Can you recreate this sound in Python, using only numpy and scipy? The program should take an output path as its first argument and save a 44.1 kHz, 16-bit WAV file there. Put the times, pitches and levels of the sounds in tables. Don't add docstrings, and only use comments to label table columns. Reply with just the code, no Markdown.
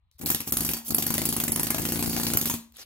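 import sys
import numpy as np
from scipy import signal
from scipy.fft import rfft, irfft, next_fast_len
from scipy.io import wavfile
from scipy.ndimage import uniform_filter1d, minimum_filter1d

SR = 44100
rng = np.random.default_rng(int(sys.argv[2]) if len(sys.argv) > 2 else 0)


def voltage_ratio(level):
    return 10 ** (np.asarray(level, float) / 20)


def inscribe(sig):
    pcm = np.round(np.clip(np.atleast_2d(sig).T, -1, 1) * 32767)
    wavfile.write(sys.argv[1], SR, pcm.astype(np.int16))


N = 125685


def unit(x):
    return x / np.sqrt(np.mean(x ** 2) + 1e-20)


def along(points, hz):
    f, v = np.transpose(points)
    return np.interp(np.log(hz + 1), np.log(f + 1), v)


def at(points, s):
    return np.interp(s, *np.transpose(points))


def filtered(x, response):
    m = next_fast_len(N + SR // 2)
    return irfft(rfft(x, m) * response(np.fft.rfftfreq(m, 1 / SR)), m)[..., :N]


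def peak(f, hz, width, db):
    return voltage_ratio(db) * 1j * f * width / (hz * hz - f * f + 1j * f * width)


def dying(t, after, t60, rise):
    u = np.maximum(t - after, 0)
    return voltage_ratio(-60 * u / t60) * (1 - np.exp(-u / rise))


def noise(spectrum):
    z = signal.stft(rng.standard_normal((2, N)), nperseg=256)[2]
    field = rng.standard_normal(z.shape[1:])
    field = uniform_filter1d(uniform_filter1d(field, 8, 0), 8, 1)
    patch_db = 2.5 * unit(field)
    pair = signal.istft(z * voltage_ratio(patch_db), nperseg=256)[1][:, :N]
    return unit(filtered(pair, lambda f: voltage_ratio(along(spectrum, f))))


# start_s, crack_db, ring_hz, stone_db, puff_db
SHORT_BURSTS = [(.2015, -58, 12000, -73, -48), (0.2132, -31, 12200, -40, -42.5),
                (0.2354, -42, 11380, -67, -34.5), (0.2599, -15, 12220, -30, -35.5),
                (0.3018, -7, 13060, -28, -31), (0.3468, -12.5, 11220, -26.5, -31.5),
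                (0.404, -19, 11530, -34.5, -40), (0.4748, -22, 11100, -38, -37.5),
                (0.5228, -6, 12070, -30.5, -33), (0.5696, -8.5, 10980, -29.5, -36),
                (0.6063, -12.5, 11730, -30, -32.5), (0.6485, -12.5, 11600, -33.5, -38),
                (0.6901, -14, 11100, -27.5, -33.5), (0.7344, -14.5, 11920, -32.5, -39),
                (0.768, -23, 12400, -38, -45.5), (0.881, -19.5, 11960, -50, -44.5)]
# start_s, crack_db, ring_hz, stone_db, puff_db
LONG_BURST = [(0.906, -12.5, 12100, -31.5, -31.5), (0.9459, -6, 11400, -32, -33),
              (0.983, -14, 11800, -28, -32.5), (1.0238, -13, 11700, -30, -34),
              (1.0653, -11, 11440, -31, -33.5), (1.1038, -11.5, 12180, -32, -31.5),
              (1.1398, -12, 11500, -29.5, -33.5), (1.18, -13, 10970, -26, -31.5),
              (1.2172, -16.5, 11370, -29, -33), (1.254, -9, 11100, -30, -31.5),
              (1.2893, -13, 11000, -30.5, -32), (1.3254, -15, 11050, -31.5, -33.5),
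              (1.365, -12.5, 11280, -28, -32), (1.4007, -14, 11650, -29.5, -36.5),
              (1.4374, -10, 11480, -28.5, -32.5), (1.4798, -14.5, 10970, -29, -32),
              (1.5195, -9, 11210, -34.5, -34.5), (1.5594, -12, 10860, -27.5, -32.5),
              (1.5958, -13.5, 11040, -29.5, -31), (1.6315, -12, 12320, -30.5, -33),
              (1.6691, -17, 11540, -29.5, -33), (1.704, -10, 11700, -28.5, -32.5),
              (1.7456, -19, 12400, -27, -31.5), (1.7824, -17, 11440, -32, -31.5),
                (1.8186, -23, 11000, -33.5, -30.5), (1.8525, -22, 12600, -27, -30),
                (1.888, -18.5, 10960, -29.5, -31), (1.9217, -12.5, 12100, -28, -29.5),
                (1.9577, -29, 12100, -31.5, -30), (1.9923, -26, 10700, -31.5, -31),
                (2.0258, -15.5, 11100, -27.5, -28.5), (2.0601, -22, 10760, -33, -31.5),
                (2.096, -20, 10600, -33, -30.5), (2.131, -24, 11800, -32.5, -31),
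                (2.1647, -24.5, 11000, -28, -29), (2.199, -19, 13100, -31.5, -32),
                (2.2326, -18.5, 12900, -30, -31), (2.2673, -18, 11200, -28.5, -31),
                (2.3017, -28, 12300, -28.5, -31), (2.335, -11.5, 11430, -25, -29),
                (2.3715, -6.5, 12240, -28, -35), (2.413, -13, 11700, -30.5, -33.5),
                (2.4564, -11, 13200, -28.5, -35.5), (2.4978, -11.5, 11860, -26.5, -32.5),
                (2.5392, -21, 11730, -30, -32)]


def strokes():
    return SHORT_BURSTS + LONG_BURST


# pitch_hz, level_db (per Hz)
HUM_COLOUR = [(25, 4), (80, 4), (357, -42), (430, -42), (1170, -28), (1400, -39), (4000, -36), (6000, -68)]


def hum():
    return voltage_ratio(-62.5) * noise(HUM_COLOUR)


# pitch_hz, t60_s
ROOM_DECAY = [(150, 0.35), (4000, 0.32), (15000, 0.26)]


def room(x):
    out, step, delay = np.zeros((2, N + 2 * SR)), SR // 5, 200
    for k in range(0, N, step):
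        hz, t, z = signal.stft(rng.standard_normal((2, SR // 3)), SR, nperseg=256)
        decay = voltage_ratio(-60 * t / along(ROOM_DECAY, hz)[:, None])
        tail = signal.istft(z * decay, SR, nperseg=256)[1]
        tail = tail / np.linalg.norm(tail[0])
        wet = signal.fftconvolve(x[None, k:k + step], tail, axes=1)
        out[:, k + delay:][:, :wet.shape[1]] += wet
    return out[:, :N]


# start_s, peak_db, pitch_hz, width_hz
TICK_EVENTS = [
    (0.1135, -53.5, 3900, 1490),
    (2.7218, -46.5, 12200, 2540),
    (2.748, -51, 10750, 900),
    (2.7681, -34.5, 10800, 398),
]


def ticks():
    out, t = np.zeros((2, N)), np.arange(N) / SR
    for s, db, hz, width in TICK_EVENTS:
        burst = voltage_ratio(db) * dying(t, s, 0.01, 0.00063) * rng.standard_normal((2, N))
        narrow = np.sqrt(SR / 4 / width)
        out += filtered(burst, lambda f: voltage_ratio(1) + peak(f, hz, width, 0) * narrow)
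    return out


# start_s, rise_s, hold_s, level_db
JET_FLOW = [
    (.182, 0.011, 0.004, -44),
    (.208, .01, 0.021, -43),
    (.25, 0.016, 0.062, -26.5),
    (.46, 0.021, 0.03, -32.5),
    (.52, 0.011, 0.21, -29),
    (.845, 0.03, 0.0047, -33),
    (.91, 0.052, 0.7, -34),
    (1.74, 0.027, 0.79, -31.5),
]
# pitch_hz, level_db (per Hz)
JET_COLOUR = [(2500, -19), (4000, -14.5), (6000, -6), (9900, -10.5), (10800, -2), (14200, -1.5),
              (15500, -0.5)]
# start_s, rise_s, hold_s, level_db
LEAK_FLOW = [
    (2.735, 0.035, 0.04, -52),
    (2.78, 0.039, 0.018, -50.5),
]
# pitch_hz, level_db (per Hz)
LEAK_COLOUR = [(120, -27), (300, -6.5), (1500, -6), (5000, 0.5), (9000, -7.5), (12500, -5), (16000, -10)]
# start_s, rise_s, hold_s, level_db
SEEP_FLOW = [
    (.116, .004, .05, -74),
]
# pitch_hz, level_db (per Hz)
SEEP_COLOUR = [(600, -45), (2200, -6), (2900, -17), (4000, 3), (6500, -16), (12700, -13), (16000, -10)]


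def flow(rows):
    t, t60 = np.arange(N) / SR, 0.094
    total = np.zeros(N)
    for s, rise, hold, db in rows:
        fall_db = 60 * np.maximum(t - s - rise - hold, 0) / t60
        total += voltage_ratio(db - fall_db) * np.clip((t - s) / rise, 0, 1) ** 0.61
    return total


def air():
    shut, shut_s, shut_wide_s, shut_db = np.zeros(N), 0.0032, 0.0024, -14
    for s, crack_db, *_ in strokes():
        shut[round((s - shut_s) * SR)] = crack_db > -18.2
    bell = np.arange(-800, 801) / SR
    shut = signal.fftconvolve(shut, np.exp(-(bell / shut_wide_s) ** 2), 'same')
    flutter_db = 2 * unit(uniform_filter1d(rng.standard_normal(N), 300))
    jet = noise(JET_COLOUR) + 0.18 * noise(STONE_COLOUR)
    out = flow(JET_FLOW) * voltage_ratio(shut_db * shut) * jet
    out += flow(LEAK_FLOW) * noise(LEAK_COLOUR)
    out += flow(SEEP_FLOW) * noise(SEEP_COLOUR)
    return voltage_ratio(flutter_db) * out


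# start_s, level_db, pitch_hz, t60_s
BLOCK_NOTES = [
    (.815, -48, 890, 0.045),
    (1.1045, -27.5, 1027, 0.03),
    (1.1805, -29, 652, 0.043),
    (1.181, -28, 2004, 0.026),
    (2.172, -33, 747, .05),
    (2.335, -29, 1505, 0.034),
    (2.4985, -26.5, 1007, 0.039),
    (2.499, -27.5, 6595, .08),
    (2.785, -58, 530, 0.13),
]


def knocks():
    t, notes = np.arange(N) / SR, np.zeros((2, N))
    for s, db, hz, t60 in BLOCK_NOTES:
        pair_hz = hz * np.array([[.97], [1.04]])
        notes += voltage_ratio(db) * dying(t, s, t60, 0.0018) * np.sin(2 * np.pi * pair_hz * (t - s))
    return np.array([notes[0] + notes[1], notes[0] - notes[1]])


# after_s, push_or_suck, level_db
VALVE_PUFFS = [
    (-.0017, 0.49, -0.5),
    (.0007, -0.89, 1.5),
    (.0029, 0.98, -5.5),
    (.0104, 1, -1),
    (.0162, 1, 1.5),
]
# pitch_hz, width_hz, level_db
PORT_MODES = [(54.8, 55, -11.5), (94, 44.5, 7), (162.6, 22, -3), (286, 100, -1.5), (328.5, 160, -3),
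              (769.8, 130, 0.5)]
# time_s, level_db
ROOM_COUPLING = [(.2, 0), (.45, 3), (.75, 4), (1, 3), (1.4, 5), (1.8, 0.5), (2.15, -1), (2.3, 0),
                 (2.54, 6.5)]
# time_s, level_db
TOOL_WEIGHT = [(.2, 0.5), (.47, -11), (.53, 15), (.76, 12), (.9, -5), (1.4, -12), (2.2, 6), (2.55, -12)]


def exhaust():
    puff_s, last_return_db = 0.00088, -7.5
    pulses, blows, thumps = np.zeros((2, N)), np.zeros(N), np.zeros(N)
    times = [row[0] for row in strokes()]
    for (s, *_, db), gap in zip(strokes(), np.diff(times, append=N)):
        blows[round((s - .0017) * SR)] = voltage_ratio(db + at(ROOM_COUPLING, s))
        thumps[round((s - .001) * SR)] = voltage_ratio(db + at(TOOL_WEIGHT, s))
        jitter, scatter, side = rng.standard_normal((3, len(VALVE_PUFFS)))
        for i, (after, sign, level) in enumerate(VALVE_PUFFS):
            k = round((s + after + .00025 * jitter[i]) * SR)
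            puff_db = db + level + 1.73 * scatter[i] + last_return_db * (i > 2 and gap > .055)
            pulses[:, k] += sign * voltage_ratio(puff_db) * np.array([1, side[i]])

    def port(f):
        return sum(peak(f, *mode) for mode in PORT_MODES) / (1 + (np.pi * f * puff_s) ** 2)

    def bench(f):
        return peak(f, 72.5, 70, -1.5) / (1 + (f / 200) ** 2)

    out = filtered(pulses, port)
    out += filtered(thumps, bench) * np.array([[1], [.6]])
    out += filtered(blows, lambda f: peak(f, 231, 5.8, 15.5)) * np.array([[1], [.3]])
    return voltage_ratio(41.5) * out


# after_s, level_db, t60_s
CONTACTS = [
    (0, -7.5, 0.0073),
    (.0008, 2.5, 0.01),
    (.004, -10.5, 0.045),
    (.013, -14, .06),
]
# pitch_hz, level_db (per Hz)
CRACK_COLOUR = [(3000, -113), (5500, -7.5), (9800, -6), (10900, -10), (14200, 0), (15500, -2)]
# pitch_hz, level_db (per Hz)
STONE_COLOUR = [(300, -9.5), (650, -1.5), (1700, -4.5), (4000, -4), (7000, -5), (11000, -10)]


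def cracks():
    shape, t = np.zeros((2, N + SR)), np.arange(3072) / SR
    for s, crack_db, _, stone_db, _ in strokes():
        k = round((s - .001) * SR)
        scatter, delay = rng.standard_normal((2, len(CONTACTS)))
        for i, (after, level, t60) in enumerate(CONTACTS):
            hit_db = np.array([[crack_db], [stone_db + 23]])
            if i > 1:
                hit_db = hit_db * np.array([[.6], [.8]]) - 5
            if i != 1:
                hit_db = hit_db + 1.85 * scatter[i]
            envelope = dying(t, after * (1 + 0.24 * delay[i]), t60, 0.0012)
            shape[:, k:k + len(t)] += voltage_ratio(hit_db + level) * envelope
    grit = voltage_ratio(0.53 * unit(uniform_filter1d(rng.standard_normal((2, N)), 25)))
    steel = voltage_ratio(-3.5) * shape[0, :N] * unit(grit[0] * noise(CRACK_COLOUR))
    stone = voltage_ratio(-11.5) * shape[1, :N] * unit(grit[1] * noise(STONE_COLOUR))
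    return steel + stone


# pitch_hz, level_db, t60_s
STEEL_MODES = [(4587, -21.5, 0.17), (11120, -9, 0.048), (6760, -30.5, 0.24)]
# time_s, level_db
GRIP_FREEDOM = [(.2, -8), (.9, -2), (1.15, 2), (1.5, -11), (1.8, -3), (2.1, 8), (2.35, -3.5), (2.55, -7)]


def chisel():
    ring_db, ring_t60, spread, scatter_db = 11.5, .011, .025, 3
    smear = .055
    ring, t = np.zeros((2, N + SR)), np.arange(3072) / SR
    for s, db, hz, *_ in strokes():
        k = round((s - .001) * SR)
        free_db = at(GRIP_FREEDOM, s)
        modes = []
        for f, level, t60 in STEEL_MODES:
            modes.append((f, level + free_db * (f < 8000) - .5 * (db + 15.5), t60))
        for j in range(3):
            modes.append((hz * (1 + spread * j * rng.standard_normal()), ring_db - 2 * j, ring_t60))
        f, level, t60 = np.transpose(modes)[:, :, None]
        scatter = rng.standard_normal((len(modes), 1))
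        scatter[len(STEEL_MODES)] = 0
        steps = rng.standard_normal((2, len(modes), len(t) // 8))
        wander = np.repeat(np.cumsum(steps, axis=2), 8, axis=2) * smear * f / 1000
        phase = wander + rng.uniform(0, 2 * np.pi, (2, len(modes), 1))
        size = 2 * voltage_ratio(db + level + scatter_db * scatter) * dying(t, 0.0014, t60, 0.0053)
        ring[:, k:k + len(t)] += np.sum(size * np.sin(2 * np.pi * f * t + phase), axis=1)
    return voltage_ratio(-6.5) * ring[:, :N]


# pitch_hz, likeness (0 to 1)
MIC_LIKENESS = [(30, 0.55), (70, 0.96), (250, 0.81), (600, 0.48), (3000, 0.1), (8000, 1), (11300, 0.63),
                (14000, 0.13)]
# pitch_hz, level_db
MIC_TILT = [(40, 4), (200, 2), (700, 4.5), (3000, 2.5), (6500, 0.5), (11000, -2), (13500, 1)]


def placed(pair):
    lag_s, lag_hz = -0.00011, 5400
    sign = np.array([[1], [-1]])

    def blend(f):
        turn = np.arccos(np.clip(along(MIC_LIKENESS, f), 0, 1)) / 2
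        return np.array([np.cos(turn), np.sin(turn)])

    def arrival(f):
        lag = lag_s * f / (1 + (f / lag_hz) ** 3.34)
        return voltage_ratio(sign * along(MIC_TILT, f) / 2) * np.exp(-1j * np.pi * sign * lag)

    mid, side = filtered(pair, blend)
    return filtered(mid + sign * side, arrival)


def scene():
    ring, low = chisel(), exhaust()
    high = cracks() + ticks() + knocks()
    wet = room(voltage_ratio(-5.5) * (high[0] + voltage_ratio(-4) * ring[0]) + voltage_ratio(-15) * low[0])
    return placed(high + ring + low + air() + wet + hum())


def starved(x):
    lost_share, scatter_db = .045, 3.5
    z = signal.stft(x, nperseg=256)[2]
    power = np.sum(np.abs(z) ** 2, axis=0) + 1e-16
    steps = power.shape[1] // 3
    cells = power[20:60, :3 * steps].reshape(10, 4, steps, 3).mean(axis=(1, 3))
    cells_db = 10 * np.log10(cells)
    ring = power[60:76, :3 * steps].reshape(16, steps, 3).mean(axis=(0, 2))
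    ring_db = 10 * np.log10(ring)
    margin = cells_db - np.median(cells_db, axis=1)[:, None] + minimum_filter1d(-ring_db, size=5)
    margin = margin + scatter_db * rng.standard_normal(margin.shape)
    kept = margin > np.quantile(margin, lost_share)
    keep = np.ones(power.shape)
    keep[20:60, :3 * steps] = np.kron(kept, np.ones((4, 3)))
    return signal.istft(z * keep, nperseg=256)[1][:, :N]


def band_limit(x):
    return signal.sosfilt(signal.butter(12, 17130, fs=SR, output="sos"), x)


def record(dry):
    def band(f):
        return 1 / (1 + (f / 15850) ** 110) * f ** 4 / (f ** 4 + 42 ** 4)

    mix = starved(filtered(dry, band))
    return band_limit(mix)


dry = scene()
out = record(dry)
inscribe(out)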